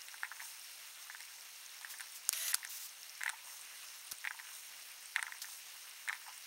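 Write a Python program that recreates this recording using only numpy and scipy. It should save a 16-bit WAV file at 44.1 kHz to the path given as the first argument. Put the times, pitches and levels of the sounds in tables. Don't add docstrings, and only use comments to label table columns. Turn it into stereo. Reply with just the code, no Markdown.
import sys
import numpy as np
from scipy import signal
from scipy.fft import rfft, irfft
from scipy.io import wavfile

SR = 44100
rng = np.random.default_rng(int(sys.argv[2]) if len(sys.argv) > 2 else 0)


def transcribe(u):
    v = np.clip(np.atleast_2d(u).T, -1, 1)
    q = np.round(v * 32767).astype(np.int16)
    wavfile.write(sys.argv[1], SR, q)


N = 284886
TIME = np.arange(N) / SR
FREQS = np.fft.rfftfreq(N, 1 / SR)

# (time [s], sag of the simmer [dB], negative for a swell,
# fall-back time [s], gurgle level [dB], sizzle level [dB])
SLUGS = [(.235, 0.9, .2, -65, -51), (1.15, 0, 0.22, -78, -67), (1.86, -0.2, 0.13, -73, -62),
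         (3.27, 1.5, .22, -60, -53.5), (4.27, 0.8, 0.24, -64, -52), (5.2, 1, 0.29, -69, -52),
         (6.1, 0.7, .18, -54.5, -74)]
# (frequency [Hz], width [Hz], gain [dB])
AIR_MODES = [(907, 86, -6.5), (1012, 23, 4.5)]
# (frequency [Hz], width [Hz], lift before scaling [dB])
WALL_MODES = [(2812, 125, 7), (4080, 380, 3), (5500, 455, 9.5), (6380, 420, 8.5), (8710, 320, 11),
              (9300, 510, 4.5), (11790, 190, 6.5), (14200, 230, 4), (15700, 190, 7)]


def spurts(cycles=1.573, froth_s=0.008, froth_db=-14, frothiness=0.23, froth_fade_db_per_s=250,
           splash_decay_s=0.0008, splash_db=-3, count=6):
    # (time [s], relative level [dB], pitch [Hz], relative level of the splash [dB])
    main_pops = [(.084, -39.5, 1960, -39.5), (0.142, -36.5, 1600, -52), (.2329, -20.5, 1635, -38),
                 (0.245, -32, 1850, -50), (0.3157, -30, 1520, -52), (0.3971, -39, 1750, -55),
                 (.4030, -32, 1780, -50), (1.099, -32.5, 1640, -55), (1.148, -33, 1640, -50),
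                 (1.2048, -38.5, 1820, -34.5), (1.811, -52.5, 1090, -39), (1.847, -30, 1680, -43),
                 (1.94, -39.5, 1700, -49), (1.9974, -36, 1770, -47), (2.0065, -34.5, 1640, -31),
                 (2.013, -43, 1490, -36), (2.532, -27.5, 1880, -55), (2.5407, -31.5, 1720, -22.5),
                 (2.6304, -34, 1910, -54), (2.649, -31.5, 1770, -29.5), (3.208, -31.5, 1640, -42),
                 (3.214, -27.5, 1800, -48), (3.2343, -25, 1800, -27), (3.2602, -26, 1720, -50),
                 (3.2626, -23.5, 1740, -30.5), (3.2791, -23, 1910, -39), (3.2926, -28, 1500, -25.5),
                 (3.298, -29, 1550, -29), (3.332, -49, 1040, -56), (4.2428, -31.5, 1850, -46),
                 (4.251, -25, 1750, -36.5), (4.273, -22, 1910, -34), (4.3083, -26.5, 1620, -45),
                 (4.3904, -36.5, 1760, -57), (4.3984, -34, 1800, -44), (5.161, -16.5, 1840, -26),
                 (5.183, -28.5, 1470, -52), (5.193, -25, 1800, -38), (5.2269, -22, 1720, -25.5),
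                 (5.267, -31, 1840, -44), (5.28, -36, 1500, -48), (5.322, -30, 1780, -40),
                 (5.444, -34, 1750, -52), (6.0773, -28, 1690, -43), (6.0866, -24.5, 1900, -31),
                 (6.0955, -22, 1760, -45), (6.1055, -30, 1410, -55), (6.1285, -25, 1780, -36),
                 (6.152, -40, 1810, -41), (6.265, -45, 1610, -50), (6.281, -57, 920, -58)]
    # (frequency [Hz], gain [dB])
    pot_colour = [(100, -10), (400, -5.5), (620, 3), (850, 13.5), (1120, 1), (1450, 0.5), (1850, 2.5),
                  (2300, 6), (3050, 13), (3900, 29.5), (5000, 6), (15000, -32)]
    # (frequency [Hz], gain [dB])
    knob_colour = [(300, -27), (3300, 9), (6500, 2.5), (8300, 10), (9300, 13.5), (10400, 4.5), (16000, -7)]
    lead = 0.003
    t = np.arange(SR // 20) / SR
    pops, splashes = np.zeros(N), np.zeros(N)
    hardest_db = max(row[1] for row in main_pops)
    for s, db, hz, sharp_db in [*main_pops, *stray_pops()]:
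        swell = cycles / hz
        pop = bubble(t - lead, hz, swell)
        lesser = gain_of(froth_db + frothiness * (hardest_db - db))
        delays = froth_s * rng.exponential(1, count)
        pitches = hz * np.exp(0.19 * rng.uniform(-0.8, 1, count))
        for delay, pitch in zip(delays, pitches):
            level = lesser * gain_of(-froth_fade_db_per_s * delay)
            pop = pop + level * bubble(t - lead - swell - delay, pitch, cycles / pitch)
        add(pops, s - lead, gain_of(db - 5.5) * pop)
        onset = np.minimum(2 * t / splash_decay_s, 1)
        splash = burst(t, splash_decay_s) * onset
        add(splashes, s + swell / 2, gain_of(sharp_db + splash_db) * splash)
    pops = colour(pops, read(pot_colour, FREQS))
    pops = pops + sum(gain_of(db) * resonate(pops, hz, width) for hz, width, db in AIR_MODES)
    return pops + colour(splashes, read(knob_colour, FREQS))


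def bubble(t, hz, swell, ring_s=0.0019, ring_db=-20):
    t = np.maximum(t, 0)
    pulse = (t / swell * np.exp(1 - t / swell)) ** 2
    ring = gain_of(ring_db) * np.minimum(t / swell, 1) * np.exp(-t / ring_s)
    return (pulse + ring) * np.sin(2 * np.pi * (hz * t + rng.random()))


def stray_pops(count=7):
    level_db, spread_db = -48.5, 2.5
    before_s, after_s, low_hz, high_hz = 0.06, 0.24, 1500, 2120
    rows = []
    for s, *_ in SLUGS:
        for when, size, pitch in rng.random((count, 3)):
            start = s - before_s + when * (before_s + after_s)
            db = level_db + spread_db * (2 * size - 1)
            hz = low_hz + pitch * (high_hz - low_hz)
            rows.append((start, db, hz, db - 10))
    return rows


def slosh(pops, settle_s=0.072, stirred_db=-20, per_s=160, spread_db=3.0):
    # (frequency [Hz], gain [dB])
    drop_colour = [(200, -45.5), (550, -20.0), (900, 6.5), (1700, -1), (2600, -8.5), (6000, -23.5)]
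    gurgle_s = 0.023
    keep = np.exp(-1 / (settle_s * SR))
    stirred = np.sqrt(signal.lfilter([1 - keep], [1, -keep], pops ** 2))
    drops = colour(grains(per_s, spread_db), read(drop_colour, FREQS))
    gurgle = drops + sum(resonate(drops, hz, width) for hz, width, _ in AIR_MODES)
    returning = sum(gain_of(db) * hump(s + fall, gurgle_s) for s, _, fall, db, _ in SLUGS)
    return (gain_of(stirred_db) * stirred + returning) * evened(gurgle)


def sizzle(wall_share=0.98):
    # (frequency [Hz], gain [dB])
    fizz_colour = [(500, -22), (3000, -17), (6000, 6), (10500, 5.5), (15000, 4.5)]
    lag_s, half_s = 0.035, 0.096
    level = sum(gain_of(db) * hump(s + fall + lag_s, half_s) for s, _, fall, _, db in SLUGS)
    fizz = colour(grains(3000, 2.4), read(fizz_colour, FREQS) + wall_share * wall_db())
    return level * evened(fizz)


def simmer(per_s=2500, spread_db=2.0, smooth_db=0, crackle_db=-8, ticks_per_s=70, tick_spread_db=4.5):
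    # (frequency [Hz], relative spectral level [dB])
    simmer_colour = [(30, -20), (130, -21), (300, -18), (500, -10.5), (800, -4), (1400, 0.5), (2100, 3.5),
                     (3400, 1), (4200, 0.5), (7300, -3), (10500, -3.5), (13800, -5), (16000, -4.5)]
    bubbles = grains(per_s, spread_db) + gain_of(smooth_db) * rng.standard_normal(N)
    spectrum = rfft(colour(bubbles, read(simmer_colour, FREQS) + 0.67 * wall_db()))
    centres = np.linspace(0, 16000, 14)
    hiss = np.zeros(N)
    for share in np.eye(len(centres)):
        band = irfft(spectrum * np.interp(FREQS, centres, share), N)
        hiss += band * gain_of(1.4 * drift(16))
    ticks = np.zeros(N)
    for hz, width, db in WALL_MODES:
        ticks += gain_of(db) * resonate(grains(ticks_per_s, tick_spread_db), hz, width)
    ticks = signal.sosfilt(signal.butter(2, 1800, "high", fs=SR, output="sos"), ticks)
    sound = band_evened(hiss, 2000, 7000) + gain_of(crackle_db) * band_evened(ticks, 2000, 7000)
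    return sound * gain_of(boil_db())


def boil_db():
    base_db = -56
    sag_lag_s, sag_s = 0.056, 0.15
    surge, surge_lag_s, surge_s = 0.76, 0.55, 0.16
    change = 0
    for s, sag_db, *_ in SLUGS:
        change = change + sag_db * (surge * hump(s + surge_lag_s, surge_s) - hump(s + sag_lag_s, sag_s))
    return base_db + change


def wall_db():
    return sum(db / (1 + (2 * (FREQS - hz) / width) ** 2) for hz, width, db in WALL_MODES)


def clicks(level_db=-2, ring_db=-37, part_db=1, part_width_hz=2200):
    # (time [s], relative level [dB], decay [s], pitch of the struck part [Hz])
    click_rows = [(2.2914, -14, 0.00064, 8300), (2.3284, -26, 0.0015, 3750), (2.334, -27, .0015, 2600),
                  (2.4808, -31.5, 0.0043, 3300), (2.5446, -13, 0.00083, 7450), (2.5507, -33, 0.0036, 10500),
                  (4.1137, -38.5, 0.0094, 10600), (4.12, -30, 0.00093, 5000), (5.418, -39, 0.012, 5550)]
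    # (frequency [Hz], gain [dB])
    snap_colour = [(200, -37), (700, -9.5), (1500, 0.5), (2500, -2.5), (4500, 4), (8000, 2), (12000, 0),
                   (14500, 2), (16000, -9)]
    # (frequency [Hz], relative level [dB], time to fall by 60 dB [s])
    case_modes = [(6650, 6, 0.088), (10300, 8, 0.04)]
    t, snaps, rings = np.arange(SR // 8) / SR, np.zeros(N), np.zeros(N)
    ring = np.zeros(len(t))
    for hz, db, t60 in case_modes:
        ring += gain_of(db) * np.exp(-np.log(1000) * t / t60) * np.sin(2 * np.pi * hz * t)
    for s, db, decay, hz in click_rows:
        snap = gain_of(db + level_db) * burst(t, decay)
        struck_part = gain_of(part_db) * resonate(snap, hz, part_width_hz)
        add(snaps, s, 0.93 * snap + struck_part)
        add(rings, s, gain_of(db + ring_db) * ring)
    return colour(snaps, read(snap_colour, FREQS)) + rings


def zoom(gear_db=-0.5, wobble=0.02, jitter=0.012):
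    # (time [s], level [dB])
    drive_level = [(2.325, -52), (2.335, -45.5), (2.40, -43.5), (2.47, -42.5), (2.521, -42), (2.528, -62)]
    # (frequency [Hz], relative spectral level [dB])
    rasp_colour = [(100, -43), (450, -28), (800, -10), (1800, 3), (2400, 0.5), (3000, 3.5), (4700, -0.5),
                   (6200, 1), (8500, -0.5), (10000, -2.5), (15500, -5)]
    # (multiple of the base pitch, relative level [dB])
    orders = [(1, -20), (3, -9), (6, -9), (9, -4), (10, -4), (15, -2), (16, -8), (18, -4), (21, -5)]
    s, db = np.transpose(drive_level)
    rasp = evened(colour(grains(6000, 1.6), read(rasp_colour, FREQS)))
    unsteady = 1 + wobble * np.sin(2 * np.pi * 66 * TIME) + jitter * drift(253)
    base_hz = np.interp(TIME, [2.34, 2.42], [635, 662]) * unsteady
    phase = np.cumsum(base_hz) / SR
    gear = np.zeros(N)
    for k, order_db in orders:
        flutter = 1 + 0.7 * drift(70)
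        gear += gain_of(order_db) * flutter * np.sin(2 * np.pi * k * phase)
    level = gain_of(np.interp(TIME, s, db)) * (TIME > s[0]) * (TIME < s[-1])
    return level * (rasp + gain_of(gear_db) * evened(gear))


def focus(ramp_s=0.016):
    # (start [s], end [s], level [dB])
    moves = [(1.889, 1.941, -45.5), (2.139, 2.188, -48), (2.685, 2.796, -45.5), (2.787, 2.879, -46)]
    # (frequency [Hz], gain [dB])
    hiss_colour = [(400, -33), (2500, -8.5), (6000, -0.5), (11000, -4), (15000, -1.5)]
    level = np.zeros(N)
    for start, end, db in moves:
        level += gain_of(db) * np.clip(np.minimum(TIME - start, end - TIME) / ramp_s, 0, 1)
    return level * evened(colour(rng.standard_normal(N), read(hiss_colour, FREQS)))


def thumps(decay_s=0.00029):
    # (time [s], peak level [dB])
    knocks = [(2.2924, -48), (2.5446, -42), (4.127, -43)]
    t, out = np.arange(SR // 20) / SR, np.zeros(N)
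    for s, db in knocks:
        add(out, s, gain_of(db) * np.exp(-t / decay_s))
    return out


def room(x, t60=0.18, wet_db=-17):
    t = np.arange(SR // 3) / SR
    tail = burst(t, t60 / np.log(1000)) * (t > 0.003)
    return x + gain_of(wet_db) * signal.fftconvolve(x, tail / np.linalg.norm(tail))[:N]


def resonate(x, hz, width):
    r = np.exp(-np.pi * width / SR)
    return 2 * signal.lfilter([1 - r], [1, -r * np.exp(2j * np.pi * hz / SR)], x).real


def grains(per_s, spread_db):
    size = gain_of(spread_db * np.minimum(rng.exponential(1, N), 5))
    return evened(size * rng.choice([-1, 1], N) * (rng.random(N) < per_s / SR))


def burst(t, decay):
    shape = np.exp(-t / decay)
    snap = shape * rng.standard_normal(len(t))
    return snap * np.linalg.norm(shape) / np.linalg.norm(snap)


def drift(rate_hz):
    spectrum = rfft(rng.standard_normal(N)) * np.exp(-(FREQS / rate_hz) ** 2)
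    return evened(irfft(spectrum * (FREQS > 0), N))


def hump(s, half_s):
    return np.exp(-((TIME - s) / half_s) ** 2)


def colour(x, db):
    log_gain = np.log(gain_of(np.concatenate([db, db[-2:0:-1]])))
    response = np.exp(np.conj(signal.hilbert(log_gain)))[:len(db)]
    return irfft(rfft(x) * response, N)


def read(points, hz):
    f, value = np.transpose(points)
    return np.interp(np.log(hz + 1), np.log(f + 1), value)


def gain_of(db):
    return 10 ** (np.asarray(db) / 20)


def evened(x):
    return x / np.sqrt(np.mean(x ** 2) + 1e-20)


def band_evened(x, lo_hz, hi_hz):
    return x / np.std(irfft(rfft(x) * ((FREQS > lo_hz) & (FREQS < hi_hz)), N))


def add(mix, s, sound):
    part = mix[max(round(s * SR), 0):][:len(sound)]
    part += sound[:len(part)]


def scene():
    pops = spurts()
    pot = room(pops + slosh(pops)) + simmer() + sizzle()
    camera = zoom() + focus() + clicks() + thumps()
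    return np.array([pot + camera, pot + camera])


def record(dry):
    edge_hz = 15800
    low_pass = signal.firwin(511, edge_hz, window=("kaiser", 9), fs=SR)
    return signal.oaconvolve(dry, low_pass[None], "same")


dry = scene()
out = record(dry)
transcribe(out)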